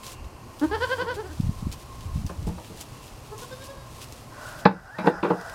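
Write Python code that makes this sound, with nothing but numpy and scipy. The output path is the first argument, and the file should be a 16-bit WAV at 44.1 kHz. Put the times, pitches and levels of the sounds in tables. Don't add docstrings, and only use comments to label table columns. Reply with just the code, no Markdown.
import sys
import numpy as np
from scipy import signal
from scipy.fft import rfft, irfft, next_fast_len
from scipy.io import wavfile
from scipy.ndimage import uniform_filter1d, map_coordinates

SR = 44100
rng = np.random.default_rng(int(sys.argv[2]) if len(sys.argv) > 2 else 0)


def gain_from_db(level_db):
    decades = np.asarray(level_db, float) / 20
    return 10 ** decades


def unload_wav(signal):
    wavfile.write(
        sys.argv[1],
        SR,
        np.round(np.clip(np.atleast_2d(signal).T, -1, 1) * 32767).astype(np.int16),
    )


N = 244511
T = np.arange(N) / SR

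# (time of peak [s], relative level [dB], pitch [Hz], length [s], mouth opening [0-1])
NEAR_THROBS = [(.645, -24, 316.2, 0.04, 0.33), (.75, -21, 455.4, 0.048, 0.73),
               (.84, -20.5, 517.2, 0.045, 0.84), (.931, -22.5, 538.3, .048, 0.89),
               (1.018, -23.5, 517, 0.044, 0.77), (1.111, -24.5, 515, .056, 0.71),
               (1.203, -32.5, 447.7, 0.046, 0.48), (1.268, -41.5, 385.2, 0.055, 0.82),
               (1.315, -42.5, 320, 0.032, 0.77)]
FAR_THROBS = [(3.335, -40, 435.6, 0.027, 0.041), (3.433, -39, 493, 0.018, .32),
              (3.531, -37, 519.7, 0.028, 0.58), (3.626, -40.5, 540, .035, .55),
              (3.712, -42.5, 557.6, .038, 0.53), (3.812, -44.5, 543, 0.092, 0.37)]
# (centre [Hz], width in one pass [Hz], level in one pass [dB])
NEAR_OPEN_MOUTH = [(477, 1080, -1.5), (890, 434, 4), (1622, 300, 3.5), (3150, 560, 1), (4650, 1100, -1.5)]
FAR_OPEN_MOUTH = [(517, 750, 3.2), (1000, 940, 3.5), (1580, 370, 5.2), (3570, 520, 4.8), (5100, 510, 5.5)]
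SHUT_MOUTH = [(320, 152, 6.5), (926, 280, 3), (1500, 380, 2.5), (3160, 250, -9)]
CROWING_THROAT = [(694, 580, -2.5), (1184, 184, 1), (1464, 256, .5), (1990, 41, -5), (4900, 730, -12)]
# (time [s], level of the first 30 ms of the plank sound [dB rms],
# boom over plank [dB], box over plank [dB], hardness [Hz])
KNOCKS = [(1.014, -47, 4, 7, 300), (2.293, -41.5, -2.5, -1.5, 1140), (2.467, -43, 15.5, 6, 490),
          (2.488, -50.5, 11.5, -1, 300), (2.577, -45, -19, -6, 794), (2.698, -56.5, 9.5, 9, 395),
          (2.717, -58, 8, 3, 350), (4.616, -49, -27, -16, 900), (4.652, -11, 0, -3, 2140),
          (4.682, -37, 15.5, 9.5, 2480), (4.983, -26, -2.5, -7, 3150), (5.038, -29, 0.5, -1, 1200),
          (5.057, -27.5, -4, 2, 1500), (5.068, -14, -2.5, 2.5, 2290), (5.227, -18.5, -3, 1.5, 2340),
          (5.246, -20.5, -10, 5.5, 1500), (5.299, -16, -2, 2, 1164)]
# (centre [Hz], width [Hz], level [dB])
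BOOM_MODES = [(180.6, 19.4, 0)]
BOX_MODES = [(325, 40, 0), (470, 60, -2)]
PLANK_MODES = [(600, 120, -5), (720, 120, -5), (830, 100, -2), (920, 100, -1), (1060, 140, -5),
               (1290, 180, -8), (1520, 180, -9), (1850, 250, -13), (2320, 300, -13), (2650, 350, -14),
               (3600, 600, -17), (4500, 700, -19)]
# (time [s], level [dB])
SHUFFLE = [(0, -55), (.3, -77), (.65, -48.5), (.7, -54), (.93, -47), (1.1, -57.5), (1.43, -51.5),
           (1.6, -55.5), (2.2, -55), (2.45, -56.5), (2.6, -52), (3.3, -55.5), (3.5, -50.5), (3.8, -58.5),
           (4.0, -49), (4.33, -57.5), (4.49, -47.5), (4.65, -57), (5.54, -46)]
# (time [s], level [dB], hold [s])
STEPS = [(.036, -43.5, 0.097), (.248, -57, .002), (.64, -52, 0.0073), (1.144, -46.5, 0.016),
         (1.584, -53, 0.035), (1.722, -42.5, 0.013), (1.79, -54, 0.04), (1.928, -65, .01),
         (2.006, -54.5, 0.053), (2.146, -53.5, 0.065), (2.27, -51.5, 0.033), (2.43, -61, .002),
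         (2.47, -48.5, .02), (2.77, -49, .03), (2.81, -39, 0.0022), (3.03, -53, 0.051),
         (3.25, -53.5, 0.026), (3.385, -46, 0.062), (3.64, -45.5, 0.024), (4.015, -43, 0.023),
         (4.59, -47.5, 0.016), (4.988, -46, .004), (5.06, -44, 0.044), (5.238, -44, 0.0058),
         (5.4, -62, 0.036), (5.49, -56, .05)]
# (frequency [Hz], relative density [dB per Hz])
RUSTLE_COLOUR = [(880, -7), (1500, -7.5), (2200, -8), (2600, -2), (2950, -3), (3770, -3), (5270, -4),
                 (9310, -7), (15700, -15.5)]
# (time [s], peak level [dB], centre [Hz])
SNAPS = [(0.034, -32, 2860), (0.0662, -24, 4450), (0.244, -42, 2790), (0.596, -31.5, 4180),
         (1.274, -38.5, 6200), (1.409, -33, 4090), (1.7158, -30, 3740), (1.726, -29, 3590),
         (1.8148, -40, 4730), (2.008, -31.5, 4220), (2.2648, -30, 5190), (2.4286, -39, 3080),
         (2.4717, -32, 5450), (2.646, -35, 2600), (2.76, -43, 2800), (2.812, -25.5, 6470),
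         (3.08, -36.5, 2960), (3.3802, -30, 6100), (3.621, -36, 3190), (4.0163, -29, 2800),
         (4.1237, -31.5, 5170), (4.18, -38, 2550), (5.2051, -37, 2557), (5.413, -26.5, 4900),
         (5.4967, -26.5, 3800)]
# (time [s], level of the rasp [dB], pitch before wavering [Hz])
CROWING = [(4.28, -69, 593), (4.349, -47.5, 590), (4.5, -43, 592), (4.6, -46, 611), (4.761, -36.5, 782),
           (4.84, -41.5, 757), (4.9, -37, 763), (4.941, -40, 883), (5.13, -25.5, 879), (5.201, -31.5, 820),
           (5.38, -33, 693), (5.54, -35, 664)]
# (time [s], level [dB], hold [s])
CROWING_WHISTLES = [(4.9, -35, .005), (4.935, -30.5, .015), (5.165, -32, 0.012)]
# (time [s], peak level [dB], rate [Hz], push 1 or pull -1)
PUFFS = [(0.249, -37, 70.4, 1), (0.266, -31, 60, 1), (1.403, -11, 146, 1), (1.436, -18, 98.6, 1),
         (1.45, -21, 107, -1), (1.471, -16.5, 94, 1), (1.495, -14, 129, 1), (1.629, -21, 138, 1),
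         (1.671, -17, 168, 1), (2.161, -19.5, 110, 1), (2.18, -16, 109, 1), (2.218, -25, 109, 1),
         (2.251, -22, 116, 1), (2.395, -21.5, 68, -1), (2.426, -22.5, 103, -1), (2.498, -32, 80, -1)]
# (time [s], level [dB], hold [s])
GUSTS = [(.2, -43.5, .07), (.72, -47, .12), (1.43, -25, 0.062), (1.6, -26.5, 0.014), (1.68, -28.5, 0.0061),
         (1.85, -43.5, 0.14), (2.04, -37.5, 0.008), (2.14, -28, 0.12), (2.4, -36, 0.024),
         (2.49, -28, 0.012), (2.9, -43, .07), (4.79, -42, 0.09), (5.17, -40, 0.026), (5.45, -42.5, 0.1)]
# (frequency [Hz], relative density [dB per Hz])
BUFFET_COLOUR = [(12, -24), (20, 0), (82, 3), (140, -12), (285, -18), (353, -35), (400, -39), (520, -75),
                 (880, -120)]
# (time [s], pitch [Hz], level [dB rms])
LOW_TONE = [(.64, 69.4, -47), (.722, 72.4, -35.5), (.77, 85, -39), (.828, 85.4, -37), (.87, 92.4, -44),
            (1.1, 93.2, -43), (1.172, 78.2, -46), (1.4, 77, -40)]
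# (frequency [Hz], relative density [dB per Hz])
HUSH_COLOUR = [(35, -39), (60, -16), (118, 4), (179, -12.5), (226, -7.5), (286, -9.5), (455, -12),
               (981, -13.5), (1080, -14), (1600, -24), (2730, -24.5), (3610, -33.5), (4250, -27.5),
               (11800, -36), (15700, -45)]
# (time [s], level [dB], hold [s])
BAND_SWELLS = [(0, -51, .03), (.2, -57.5, .3), (.7, -48.5, 0.24), (.98, -44, 0.059), (1.52, -51.5, 0.13),
               (1.9, -52.5, 0.24), (2.95, -52, 0.027), (3.39, -51.5, 0.36), (3.7, -56.5, 0.36),
               (4.39, -51.5, 0.08)]
# (time [s], level [dB], hold [s])
NASAL_WHISTLES = [(.07, -62, .08), (2.76, -63, .25)]
# (frequency [Hz], time to fall 60 dB [s])
WALL_DECAY = [(150, 0.22), (1000, 0.16), (4000, 0.18), (12000, 0.065)]


def bleat(throbs, throat, climb, sag, rough):
    s, db, hz, length, mouth = np.transpose(throbs)[:, :, None]
    rise_share = .7
    rise, fall = rise_share * length, (1 - rise_share) * length
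    first, last = round((s[0, 0] - .1) * SR), round((s[-1, 0] + .15) * SR)
    late = T[first:last] - s
    squeeze = np.abs(late / np.where(late < 0, rise, fall))
    closed_db = 300 * np.maximum(-late / rise - 1.15, 0)
    share = gain_from_db(db - np.where(late < 0, 4.5, 6) * squeeze ** 2.4 - closed_db) ** 2 + 1e-30

    def mix(values):
        return (share * values).sum(0) / share.sum(0)

    slack = np.minimum(mix(squeeze), 2.5)
    pitch = mix(hz * (1 - np.where(late < 0, climb, sag) * np.minimum(squeeze, 2.5)))
    pitch *= 1 + .004 * (1 + 2 * slack) * wobble(170)[first:last]
    phase = 2 * np.pi * np.cumsum(pitch) / SR
    k = np.arange(1, 20)[:, None]
    pulses = -(gain_from_db(-.6 * k * slack) / k ** 0.94 * np.cos(k * phase)).sum(0)
    breath = (1 + np.cos(phase)) * rng.standard_normal(last - first)
    folds = np.sqrt(share.sum(0)) * gain_from_db(wobble(200)[first:last]) * (pulses + rough * breath)
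    leak = (mouth * gain_from_db(db - 18 - 4.9 * ((late - .025) / 0.037) ** 2)).sum(0)
    folds += leak * (breath + pulses * gain_from_db(4 * wobble(300)[first:last]))
    opening = np.clip(mix(mouth), 0, 1)
    out = np.zeros(N)
    out[first:last] = filtered(folds * opening, steep(throat))
    out[first:last] += filtered(folds * (1 - opening), steep(SHUT_MOUTH))
    return out


def hooves():
    contact_s, rattle_gain, rattle_t60_s = 0.0059, 0.091, 0.14
    out, t = np.zeros(N + SR), np.arange(SR // 3) / SR

    def early(x):
        return x / np.std(x[:SR // 33])

    for s, db, boom_db, box_db, hard_hz in KNOCKS:
        push = (t / contact_s) * np.exp(-(t / contact_s) ** 1.38)
        rattle = rattle_gain * gain_from_db(-60 * t / rattle_t60_s)
        scrape = (push + rattle) * rng.standard_normal(len(t))
        tick = 0.33 * gain_from_db(-60 * t / 0.0074) * rng.standard_normal(len(t))
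        force = scrape + tick
        spot = np.add(PLANK_MODES, [0, 0, 1.5] * rng.standard_normal((len(PLANK_MODES), 3)))
        plank = filtered(force, lambda f: resonant(spot)(f) / (1 + 1.4j * f / hard_hz - (f / hard_hz) ** 2))
        box = filtered(force, lambda f: resonant(BOX_MODES)(f) / (1 + 1j * f / 600))
        jolt = np.exp(-((t - .7 * contact_s) / .0012) ** 2)
        boom = filtered(jolt, lambda f: resonant(BOOM_MODES)(f) * (1j * f / (140 + 1j * f)) ** 3)
        knock = early(plank) + gain_from_db(box_db) * early(box) + gain_from_db(boom_db) * early(boom)
        out[round(s * SR):][:len(t)] += gain_from_db(db) * knock
    return out[:N]


def straw():
    shuffle = gain_from_db(curve(SHUFFLE) + 0.72 * wobble(18))
    stir = np.hypot(shuffle, swells(STEPS, rise=1800, fall=630))
    out = stir * noise(RUSTLE_COLOUR, spiky_db=1.5, rate=570)
    t = np.arange(SR // 20) / SR
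    for s, db, hz in SNAPS:
        fade = gain_from_db(-60 * t / 0.005) + 0.28 * gain_from_db(-60 * t / 0.078)
        crack = filtered(fade * rng.standard_normal(len(t)), resonant([(hz, 0.68 * hz, 0)]))
        piece = out[round(s * SR):][:len(t)]
        piece += (gain_from_db(db) * crack / np.abs(crack).max())[:len(piece)]
    return out


def hoarse_call():
    tone_db, octave_db = -5, -29
    s, *columns = np.transpose(CROWING)
    effort_db, hz = (np.interp(T, s, c) for c in columns)
    rough_air = gain_from_db(1.5 * wobble(30)) * rng.standard_normal(N)
    rasp = gain_from_db(effort_db) * unit(filtered(rough_air, steep(CROWING_THROAT)))
    phase = 2 * np.pi * np.cumsum(hz * (1 + .028 * wobble(70))) / SR
    tone = gain_from_db(effort_db + tone_db + 4.5 * wobble(70)) * np.sin(phase)
    octave_gain = gain_from_db(effort_db + octave_db) + swells(CROWING_WHISTLES, rise=480, fall=560)
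    octave = octave_gain * gain_from_db(3 * wobble(40)) * np.sin(2 * phase)
    return (T > s[0]) * (rasp + tone + octave)


def air():
    still_db = -50.5
    gust_gain = np.hypot(gain_from_db(still_db), swells(GUSTS, rise=220, fall=244))
    out = gust_gain * noise(BUFFET_COLOUR, spiky_db=3.6, rate=31)
    s, hz, db = np.transpose(LOW_TONE)
    tone_gain = np.sqrt(2) * gain_from_db(np.interp(T, s, db, left=-120, right=-120))
    out += tone_gain * np.sin(2 * np.pi * np.cumsum(np.interp(T, s, hz)) / SR)
    for s, db, hz, way in PUFFS:
        u = (np.pi * hz * (T - s)) ** 2
        out += np.sign(way) * gain_from_db(db) * (1 - 2 * u) * np.exp(-u)
    return out


def barn():
    hush = gain_from_db(-45.5 + 0.14 * wobble(5.85)) * noise(HUSH_COLOUR)
    band = unit(filtered(rng.standard_normal(N), steep([(1060, 90, 0)])))
    drone = swells(BAND_SWELLS, rise=81, fall=81) * gain_from_db(2.56 * wobble(40)) * band
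    nasal = unit(filtered(rng.standard_normal(N), steep([(2720, 300, 0)])))
    whistle = swells(NASAL_WHISTLES, rise=200, fall=29) * gain_from_db(2.5 * wobble(24.3)) * nasal
    whine = gain_from_db(-75) * unit(filtered(rng.standard_normal(N), resonant([(11793, 10, 0)])))
    return hush + drone + whistle + whine


def room(x):
    wet, step = np.zeros(N + SR), SR // 8
    for i in range(0, N, step):
        hz, t, z = signal.stft(rng.standard_normal(SR // 2), SR, nperseg=256)
        fade = gain_from_db(-60 * t / along(WALL_DECAY, hz)[:, None])
        tail = signal.istft(z * fade, SR, nperseg=256)[1]
        answer = signal.fftconvolve(x[i:i + step], tail / np.linalg.norm(tail))
        wet[i + 300:][:len(answer)] += answer
    return wet[:N]


def unit(x):
    return x / np.sqrt(np.mean(x ** 2) + 1e-20)


def along(points, hz):
    f, v = np.transpose(points)
    return np.interp(np.log(hz + 1), np.log(f + 1), v)


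def curve(rows):
    s, db = np.transpose(rows)
    return np.interp(T, s, db, left=-120, right=db[-1])


def swells(rows, rise, fall):
    power = 0
    for s, db, hold in rows:
        before, after = np.maximum(s - T, 0), np.maximum(T - s - hold, 0)
        power = power + gain_from_db(db - rise * before - fall * after) ** 2
    return np.sqrt(power)


def wobble(rate):
    return unit(map_coordinates(rng.standard_normal(int(N * rate / SR) + 4), [T * rate]))


def noise(spectrum, spiky_db=0, rate=500):
    grains = gain_from_db(spiky_db * wobble(rate)) * rng.standard_normal(N)
    return unit(filtered(grains, lambda hz: gain_from_db(along(spectrum, hz))))


def filtered(x, response):
    m = next_fast_len(len(x) + 8192)
    return irfft(rfft(x, m) * response(np.fft.rfftfreq(m, 1 / SR)), m)[:len(x)]


def resonant(modes):
    def response(f):
        total = 0
        for k, (c, w, db) in enumerate(modes):
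            total = total + (-1) ** k * gain_from_db(db) * 1j * f * w / (c * c - f * f + 1j * f * w)
        return total
    return response


def steep(modes):
    return lambda f: resonant(modes)(f) ** 2


def scene():
    near = bleat(NEAR_THROBS, NEAR_OPEN_MOUTH, climb=.11, sag=.055, rough=.13)
    far = bleat(FAR_THROBS, FAR_OPEN_MOUTH, climb=.02, sag=0.013, rough=0.052)
    knocks = hooves()
    wet = room(gain_from_db(-12.5) * near + gain_from_db(-7) * far + gain_from_db(-5.5) * knocks)
    return (near + far + knocks + wet + hoarse_call() + straw() + air() + barn())[None]


def top_cut(x):
    return signal.sosfilt(signal.butter(12, 15820, fs=SR, output="sos"), x)


def record(dry):
    threshold_db, creep_db_per_s, lag = -18.0, 16, round(0.02 * SR)
    loudness_db = 10 * np.log10(np.abs(uniform_filter1d(dry[0] ** 2, SR // 40)) + 1e-12)
    over_db = np.maximum(loudness_db - threshold_db, 0)
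    creep_db = creep_db_per_s * T
    cut_db = np.maximum.accumulate(over_db + creep_db) - creep_db
    cut_db = uniform_filter1d(np.pad(cut_db, (lag, 0))[:N], 2 * lag)
    mix = np.clip(dry * gain_from_db(-cut_db), -1, 1)
    return top_cut(mix)


dry = scene()
out = record(dry)
unload_wav(out)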